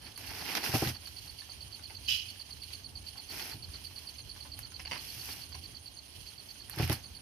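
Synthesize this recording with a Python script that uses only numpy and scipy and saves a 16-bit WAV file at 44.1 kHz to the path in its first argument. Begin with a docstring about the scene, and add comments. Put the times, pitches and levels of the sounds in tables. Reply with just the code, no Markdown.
"""A wet fishing net is hauled by hand into a small boat on a river at night.
From the start: mesh rustle and spray (filtered clicks), low rumble and open air (shaped noise), and insects
on the right bank (swelling, falling tones and shaped noise). Drops (rising tones and splats) fall throughout.
Strands then snap (noise bursts) and wet folds slap the hull (ringing modes and squelch).
Later a plastic float knocks (scraped modes) and a cord swishes (narrow resonances of noise)."""
import sys
import numpy as np
from scipy import signal
from scipy.fft import rfft, irfft
from scipy.io import wavfile
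from scipy.ndimage import uniform_filter1d

SR = 44100
rng = np.random.default_rng(int(sys.argv[2]) if len(sys.argv) > 2 else 0)


def materialize(psi):
    """Save the field psi as 16-bit PCM at rate SR to the path in sys.argv[1].

    A 1-D psi becomes a single channel; in a 2-D psi each row is a channel.
    """
    bounded = np.clip(np.atleast_2d(psi).T, -1, 1)
    quanta = np.round(bounded * 32767).astype(np.int16)
    wavfile.write(sys.argv[1], SR, quanta)


N = 318132
TIME = np.arange(N) / SR


def amp(db):
    """Amplitude factor of a level in dB."""
    return 10 ** (np.asarray(db) / 20)


def unit(x):
    """Scale to RMS 1."""
    return x / np.sqrt(np.mean(x ** 2))


def colour(x, points):
    """Filter by a spectrum of (Hz, dB) points, joined over log frequency."""
    hz, db = np.transpose(points)
    f = np.maximum(np.fft.rfftfreq(N, 1 / SR), 1)
    gain = amp(np.interp(np.log(f), np.log(hz), db))
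    return irfft(rfft(x) * gain, N)


def resonate(x, hz, width_hz):
    """One resonance, gain 1 at its centre."""
    return signal.lfilter(*signal.iirpeak(hz, hz / width_hz, SR), x)


def walk(rate_hz):
    """Slow random curve, RMS 1."""
    k = int(SR / rate_hz)
    steps = np.repeat(rng.standard_normal(N // k + 1), k)
    return unit(uniform_filter1d(steps, k)[:N])


def pan(left_minus_right_db):
    """Gains of the two channels for a level difference."""
    return amp(np.array([[left_minus_right_db], [-left_minus_right_db]]) / 2)


def noise(alike, size=N):
    """Two channels of white noise; alike is the shared share of power, 0 to 1."""
    shared, *own = rng.standard_normal((3, size))
    return np.sqrt(alike) * shared + np.sqrt(1 - alike) * np.array(own)


def density_noise(alike, points):
    """Noise shaped by a density of (Hz, dB per Hz) points."""
    return colour(noise(alike), points) * np.sqrt(SR / 2)


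def add(track, s, sound):
    """Mix a sound in at time s."""
    i = max(int(s * SR), 0)
    part = sound[..., :max(N - i, 0)]
    track[..., i:i + part.shape[-1]] += part


def scatter(x, t60_s, wet_db):
    """Diffuse reflections from boat, water and bank, different at each ear."""
    t = TIME[:SR // 2]
    tail = noise(0, size=len(t)) * amp(-60 * t / t60_s)
    tail /= np.sqrt(np.sum(tail ** 2, axis=1, keepdims=True))
    wet = signal.fftconvolve(np.atleast_2d(x), tail, axes=1)[:, :N]
    return x + amp(wet_db) * wet


def crackle(rate_hz, spread_db, alike):
    """Dense tiny clicks of very unequal size."""
    sizes = amp(spread_db * np.minimum(rng.exponential(size=N), 4))
    hits = rng.random(N) < rate_hz / SR
    return unit(noise(alike) * sizes * hits)


def ring(modes, t, fall_db_per_decade=0, detune=0.049):
    """Modes of a struck body; each blow wakes them a little differently."""
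    hz, db, t60_s = np.transpose(modes)[:, :, None]
    chance = rng.standard_normal((2, len(modes), 1))
    tilt_db = -fall_db_per_decade * np.log10(hz / hz[0])
    gain = amp(db + 2 * chance[0] + tilt_db - 60 * t / t60_s)
    return np.sum(gain * np.sin(2 * np.pi * hz * (1 + detune * chance[1]) * t), axis=0)


def stroke(hz, fall, length_s):
    """One wing stroke of an insect: a quickly swelling tone that sinks as the wing slows."""
    u = np.linspace(0, 1, int(length_s * SR))
    phase = 2 * np.pi * np.cumsum(hz * (1 - fall * u ** 1.5)) / SR
    return np.sin(np.pi * u ** .75) * np.sin(phase)


def strike(t, rise_s, t60_s):
    """Envelope of a wet contact: a short swell, then a decay."""
    return (1 - np.exp(-t / rise_s)) * amp(-60 * t / t60_s)


def beats(first_s, last_s, rate_hz):
    """Evenly spaced times from first to last, at about this rate."""
    return np.linspace(first_s, last_s, int(round((last_s - first_s) * rate_hz)) + 1)


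def slide(start_s, rise_s, hold_s, swell_db=21, t60_s=0.21):
    """Envelope of a length of net: it swells as it gathers speed, runs, and fades when let go."""
    t = np.maximum(TIME - start_s, 0)
    swell = -swell_db * np.maximum(1 - t / rise_s, 0)
    fade = -60 * np.maximum(t - rise_s - hold_s, 0) / t60_s
    return amp(swell + fade) * (t > 0)


# Lengths of net sliding through the hands. Each row: start in seconds, gathering speed in seconds,
# at full speed in seconds, mesh rustle in dB, spray in dB, both before trim.
PULLS = [(0.0, .02, 0.065, -57, -68), (0.170, 0.005, 0.17, -60, -57.5), (0.18, 0.23, .11, -45, -51),
         (0.45, 0.11, 0.022, -41, -48), (0.558, 0.012, .004, -43, -54.5), (0.599, 0.04, 0.25, -41.5, -43),
         (0.733, .008, 0.0075, -66, -43.5), (0.98, 0.063, 0.27, -68, -62), (3.293, 0.0072, 0.22, -51, -51),
         (3.33, 0.077, .008, -49, -56), (3.72, .04, .36, -67.5, -65), (4.935, 0.01, .015, -48, -60),
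         (4.97, .05, 0.38, -63.5, -53), (5.14, 0.15, 0.028, -53, -52), (6.36, .12, .04, -67, -63),
         (6.682, 0.13, 0.034, -41.5, -48.5), (6.874, 0.044, 0.0091, -40, -45.5)]
# Rustle spectrum. Each row: frequency in Hz, relative level in dB.
MESH_SPECTRUM = [(60, 8), (140, 1.5), (300, 6), (550, -1.5), (820, 5.5), (1200, -2), (1900, 2.5), (2700, 1),
                 (3700, -6.5), (5300, -0.5), (8000, -34), (15000, -28)]
# Rustle placement. Each row: frequency in Hz, left minus right in dB.
MESH_PAN = [(150, -4), (700, 0.5), (1200, 17.5), (2400, -16), (5000, -12.5)]
# Spray spectrum. Each row: frequency in Hz, relative level in dB.
SPRAY_SPECTRUM = [(1000, -19), (2800, 2.5), (3700, -2.5), (5200, 5), (7000, -2), (10000, -0.5), (12000, 5),
                  (15000, 3)]


def net(count=7):
    """Wet strands of every thickness rub, each in its own band, and shed a fizz of fine spray."""
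    mesh_gain, spray_gain = 0, 0
    for start_s, rise_s, hold_s, mesh_db, spray_db in PULLS:
        pull = slide(start_s, rise_s, hold_s)
        mesh_gain = mesh_gain + amp(mesh_db) * pull
        spray_gain = spray_gain + amp(spray_db) * pull
    mesh = 0
    for hz in np.geomspace(130, 5200, count):
        strands = resonate(crackle(rate_hz=2500, spread_db=2.0, alike=0.63), hz, 0.52 * hz)
        mesh = mesh + strands * amp(2.0 * walk(70)) * pan(np.interp(hz, *np.transpose(MESH_PAN)))
    mesh = unit(colour(mesh, MESH_SPECTRUM)) * mesh_gain * amp(3.5 + 2.1 * walk(60))
    spray = unit(colour(crackle(rate_hz=12000, spread_db=2.5, alike=0.059), SPRAY_SPECTRUM))
    return mesh + spray * spray_gain * amp(9.5 + 1.2 * walk(50)) * pan(-3.5)


# Rumble spectrum. Each row: frequency in Hz, density in dB per Hz before the level curve.
RUMBLE_SPECTRUM = [(20, -85), (40, -74.5), (58, -72.5), (76, -69.5), (105, -74.5), (170, -88.5),
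                   (280, -90.5), (500, -102), (1500, -120)]
# Rumble level curve. Each row: time in seconds, gain in dB.
RUMBLE_LEVEL = [(0, 0), (2.9, 0.5), (3.7, 2), (5.7, 3.5), (6.15, -2), (7.2, 4)]


def rumble():
    """Low noise, nearly alike in both channels, with an unsteady level."""
    level_db = np.interp(TIME, *np.transpose(RUMBLE_LEVEL))
    return density_noise(0.88, RUMBLE_SPECTRUM) * amp(level_db + 2.0 * walk(8.8))


# Open air. Each row: frequency in Hz, mean density in dB per Hz.
AIR_SPECTRUM = [(100, -92), (280, -88), (500, -95), (820, -92.5), (1300, -99), (3000, -99), (6000, -102),
                (8500, -98), (10500, -106), (15000, -106)]


def open_air():
    """Wide, faint noise with a slightly wavering level."""
    return density_noise(0.15, AIR_SPECTRUM) * amp(1.0 * walk(20))


# Far insects. Each row: frequency in Hz, mean density in dB per Hz before panning.
CHORUS_SPECTRUM = [(1200, -116), (2100, -100), (2800, -91), (3200, -87.5), (3650, -99), (4350, -87.5),
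                   (5000, -92.5), (6100, -98), (8000, -103), (9600, -91.5), (10400, -100), (12500, -96.5),
                   (15000, -102)]


def far_insects():
    """Many insects blur into peaked noise that shimmers on the right bank."""
    shimmer_db = 1.42 * walk(6) + 2.22 * walk(70)
    return density_noise(0.071, CHORUS_SPECTRUM) * amp(shimmer_db) * pan(-10.5)


# Stretches of even chirping. Each row: first chirp in seconds, last chirp in seconds, relative strength in dB.
CHIRPS = [(0.049, 0.508, -4), (0.619, 1.610, -1.5), (1.729, 4.857, 0), (4.976, 5.973, -1.5),
          (6.272, 7.153, -3.5)]


def near_cricket(chirps_hz=8.95, level_db=-41):
    """Two falling wing strokes a chirp, about nine chirps a second."""
    out = np.zeros(N)
    for first_s, last_s, db in CHIRPS:
        for s in beats(first_s, last_s, chirps_hz):
            a, b = rng.standard_normal(2)
            opening = stroke(hz=4690 + 25 * a, fall=0.16, length_s=0.01355)
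            closing = stroke(hz=4640 + 25 * b, fall=0.14, length_s=0.0144)
            add(out, s - .0050, amp(db + .8 * a) * opening)
            add(out, s + .0122, amp(db + 0.94 * b) * closing)
    out += amp(-7.5) * np.roll(out, int(.0036 * SR))  # mirrored by the water
    return scatter(out, t60_s=.15, wet_db=-11) * amp(level_db) * pan(-9.0)


# Stretches of evenly spaced bursts. Each row: first burst in seconds, last burst in seconds.
BURSTS = [(0.051, 2.273), (2.394, 4.441), (4.568, 5.457), (5.580, 7.181)]


def bush_cricket(count=9, bursts_hz=8.15, ticks_hz=128):
    """Bursts of thin high ticks that swell and fade."""
    out = np.zeros(N)
    for s in np.concatenate([beats(first_s, last_s, bursts_hz) for first_s, last_s in BURSTS]):
        for k, (a, b) in enumerate(rng.standard_normal((count, 2))):
            place = k - (count - 1) / 2
            tick_s = s + place / ticks_hz + 0.00034 * a
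            gain = amp(-49.5 - 0.1 * place ** 2 + 1.0 * b)
            add(out, tick_s, gain * stroke(hz=9760, fall=0.063, length_s=0.0038))
    return scatter(out, t60_s=0.19, wet_db=-11) * pan(-13.5)


# Stretches of evenly spaced runs of ticks. Each row: first run in seconds, last run in seconds.
RUNS = [(0.10, 3.24), (3.69, 3.69), (4.105, 6.99)]


def far_cricket(count=4, runs_hz=3.8, tick_gap_s=0.038):
    """A fainter cricket ticks in short runs."""
    out = np.zeros(N)
    for s in np.concatenate([beats(first_s, last_s, runs_hz) for first_s, last_s in RUNS]):
        for k in range(count):
            tick = stroke(hz=6450 + rng.normal(0, 45), fall=0.055, length_s=0.013)
            add(out, s + k * tick_gap_s - .004, amp(rng.normal(0, 2.8)) * tick)
    return scatter(out, t60_s=0.11, wet_db=4) * amp(-58.5) * pan(-4)


# Larger drops falling on the river. Each row: time in seconds, starting bubble pitch in Hz.
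DRIPS = [(1.072, 3030), (1.418, 1720), (1.488, 920), (1.792, 1260), (1.907, 850), (2.704, 1900),
         (3.155, 1030), (3.185, 860), (3.743, 1330), (4.191, 1650), (4.361, 980), (4.451, 1020),
         (4.588, 1350), (4.718, 1020)]


def drips(level_db=-47.5, small_count=60):
    """Each drop splats and traps a bubble whose pitch rises as it dies; random ones patter in between."""
    out, t = np.zeros(N), TIME[:SR // 10]
    drops = [(s, level_db, hz) for s, hz in DRIPS]
    for a, b, c in rng.random((small_count, 3)):
        drops.append((a * TIME[-1], -60 + 7 * b, 850 * 2 ** (1.2 * c)))
    for s, db, hz in drops:
        bubble = np.sin(2 * np.pi * hz * t * (1 + 2.4 * t)) * strike(t, rise_s=0.0016, t60_s=0.039)
        splat = resonate(rng.standard_normal(len(t)), 1.37 * hz, 1.9 * hz)
        splat = splat * strike(t, rise_s=0.00089, t60_s=0.027)
        add(out, s, amp(db) * (amp(-5.5) * bubble + amp(10.0) * splat))
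    return scatter(out, t60_s=0.13, wet_db=3.5) * pan(-0.88)


# Strands snapping free. Each row: time in seconds, level in dB, treble share in dB, both before trim.
SNAPS = [(0.177, -34, -6), (0.552, -12, -23), (0.572, -17, -20), (0.874, -19.5, -24), (1.072, -35, -15),
         (3.298, -40, -10), (3.396, -23, -33), (4.591, -33, -4.5), (5.492, -49, -2), (6.697, -32, -6),
         (6.761, -40, -4), (6.787, -23, -17), (6.842, -28, -24), (6.877, -25, -15), (6.897, -16, -16.5),
         (6.928, -26.5, -1.5)]


def snaps():
    """A taut strand slips free with a short wet crack."""
    out, t = np.zeros((2, N)), TIME[:SR // 10]
    crack = strike(t, rise_s=0.00044, t60_s=0.011) + amp(-16.0) * strike(t, rise_s=0.0035, t60_s=0.12)
    for s, db, treble_db in SNAPS:
        burst = noise(0.22, size=len(t)) * crack
        body = resonate(resonate(burst, 2200, 4000), 2700, 8600)
        fizz = resonate(burst, 12000, 5600)
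        add(out, s - .0007, amp(db) * pan(-6) * (amp(2.5) * body + amp(treble_db + 17.0) * fizz))
    return out


# Heavy wet folds landing in the boat. Each row: time in seconds, level in dB before trim,
# weight in dB per decade of fall above the lowest hull mode.
SLAPS = [(0.690, -25.5, 7), (0.739, -14.5, -3.5), (0.757, -22.5, -10), (0.821, -18, -3.5), (0.863, -22, 18),
         (0.885, -26, 10), (3.545, -36, 22), (6.772, -26, 11), (6.797, -17, 3), (6.825, -17, 32),
         (6.897, -16.5, 8.5), (6.921, -29, 4)]
# Hull modes. Each row: mean frequency in Hz, mean relative level in dB, t60 in seconds.
HULL = [(86.1, -9.5, 0.27), (119, 1, 0.12), (143.4, -9, 0.2), (234.7, -7, 0.13), (307, -1.5, 0.1),
        (377.5, -4.5, 0.068), (663, -5, 0.038), (789, -4, 0.066), (1063, -14.5, 0.043)]


def slaps():
    """Soft heavy folds boom the hull and squelch as they settle."""
    out, t = np.zeros((2, N)), TIME[:SR // 4]
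    for s, db, weight_db in SLAPS:
        boom = ring(HULL, t, fall_db_per_decade=weight_db) * (1 - np.exp(-t / 0.0027))
        boom = boom / np.abs(boom).max()
        squelch = resonate(noise(0.85, size=len(t)), 360, 430) * strike(t, rise_s=0.0047, t60_s=0.092)
        squelch = squelch * amp(-weight_db / 2)  # heavier folds squelch less
        add(out, s - .001, amp(db) * (amp(-3.5) * boom + amp(2.0) * squelch * pan(5.9)))
    return out


# The plastic float knocking on its line. Each row: time in seconds, level in dB before trim.
KNOCKS = [(1.900, -37.5), (4.796, -31), (4.852, -33.5), (4.871, -35.5), (4.913, -23.5), (4.928, -27),
          (4.947, -39), (4.961, -35), (4.974, -40), (5.521, -40), (5.546, -37.5)]
# Float modes. Each row: mean frequency in Hz, mean relative level in dB, t60 in seconds.
FLOAT_MODES = [(858, -9, 0.13), (1074, -0.5, 0.025), (1560, -8, 0.011), (2130, 3, 0.0061), (2750, 3, 0.01),
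               (2810, 4, .016), (4880, 6.5, 0.01), (5330, -2, 0.013)]


def float_knocks(rebound_s=0.0055, rebound_db=1):
    """The hollow float clacks and bounces once as it is caught and turned; each contact scrapes."""
    out, t = np.zeros((2, N)), TIME[:SR // 10]
    bounces = [(s + rebound_s, db + rebound_db) for s, db in KNOCKS]
    for s, db in [*KNOCKS, *bounces]:
        contact = noise(0.59, size=len(t)) * strike(t, rise_s=.001, t60_s=0.0073)
        shell = ring(FLOAT_MODES, t, detune=0.065)[None]
        clack = signal.fftconvolve(contact, shell, axes=1)[:, :len(t)]
        scrape = resonate(resonate(contact, 1500, 2600), 1500, 2900)
        add(out, s - .001, amp(db) * (clack / np.abs(clack).max() + amp(4) * scrape))
    return scatter(out, t60_s=0.16, wet_db=-3.5) * pan(-4)


# Cord resonances. Each row: frequency in Hz, half-width of each of two passes in Hz, relative level in dB.
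CORD = [(2604, 82, -0.5), (3018, 170, 4), (3260, 210, -2.5), (3850, 490, -6), (4770, 300, -6.5),
        (5060, 370, -8), (7040, 830, -12.5), (9000, 1150, -17), (12800, 1700, -17.5)]


def cord(start_s=2.073, level_db=-27, rise_s=0.018, hold_s=0.037, t60_s=0.38, tail_db=-17, tail_t60_s=0.85):
    """A cord jerks through the mesh; its fibres catch and slip in a narrow hiss that trails off."""
    t = np.maximum(TIME - start_s, 0)
    slowing = np.maximum(t - hold_s, 0)
    fade = amp(-60 * slowing / t60_s) + amp(tail_db - 60 * slowing / tail_t60_s)
    jerk = (1 - np.exp(-t / rise_s)) * fade * amp(level_db)
    rub = noise(0.19) * amp(1.2 * walk(200))
    hiss = 0
    for hz, half_width_hz, db in CORD:
        once = resonate(rub, hz, 2 * half_width_hz)
        hiss = hiss + amp(db) * resonate(once, hz, 2 * half_width_hz)
    low_hiss = unit(resonate(resonate(rub, 2230, 820), 2230, 820))
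    return (unit(hiss) + amp(-27) * low_hiss) * jerk * pan(-9)


def scene():
    """All the layers together."""
    night = rumble() + open_air() + far_insects()
    insects = near_cricket() + bush_cricket() + far_cricket()
    return net() + night + insects + drips() + snaps() + slaps() + float_knocks() + cord()


# Microphone response. Each row: frequency in Hz, gain in dB.
MICROPHONE = [(20, -1), (6100, -1), (7000, -8.5), (7800, -9), (8900, -5.5), (10000, -2), (13000, -4.5),
              (15000, -13)]


def record(dry, left_hz=70, right_hz=28, top_hz=15400):
    """Two microphones thin the bass unequally, their ports hollow the upper treble; the top is cut."""
    bass_cut = signal.butter(4, 49, "high", fs=SR, output="sos")
    ported = signal.sosfilt(bass_cut, colour(dry, MICROPHONE))
    thin = [signal.lfilter(*signal.butter(1, hz, "high", fs=SR), x)
            for x, hz in zip(ported, (left_hz, right_hz))]
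    return signal.sosfilt(signal.ellip(10, .2, 70, top_hz, fs=SR, output="sos"), thin)


dry = scene()
out = record(dry)
materialize(out)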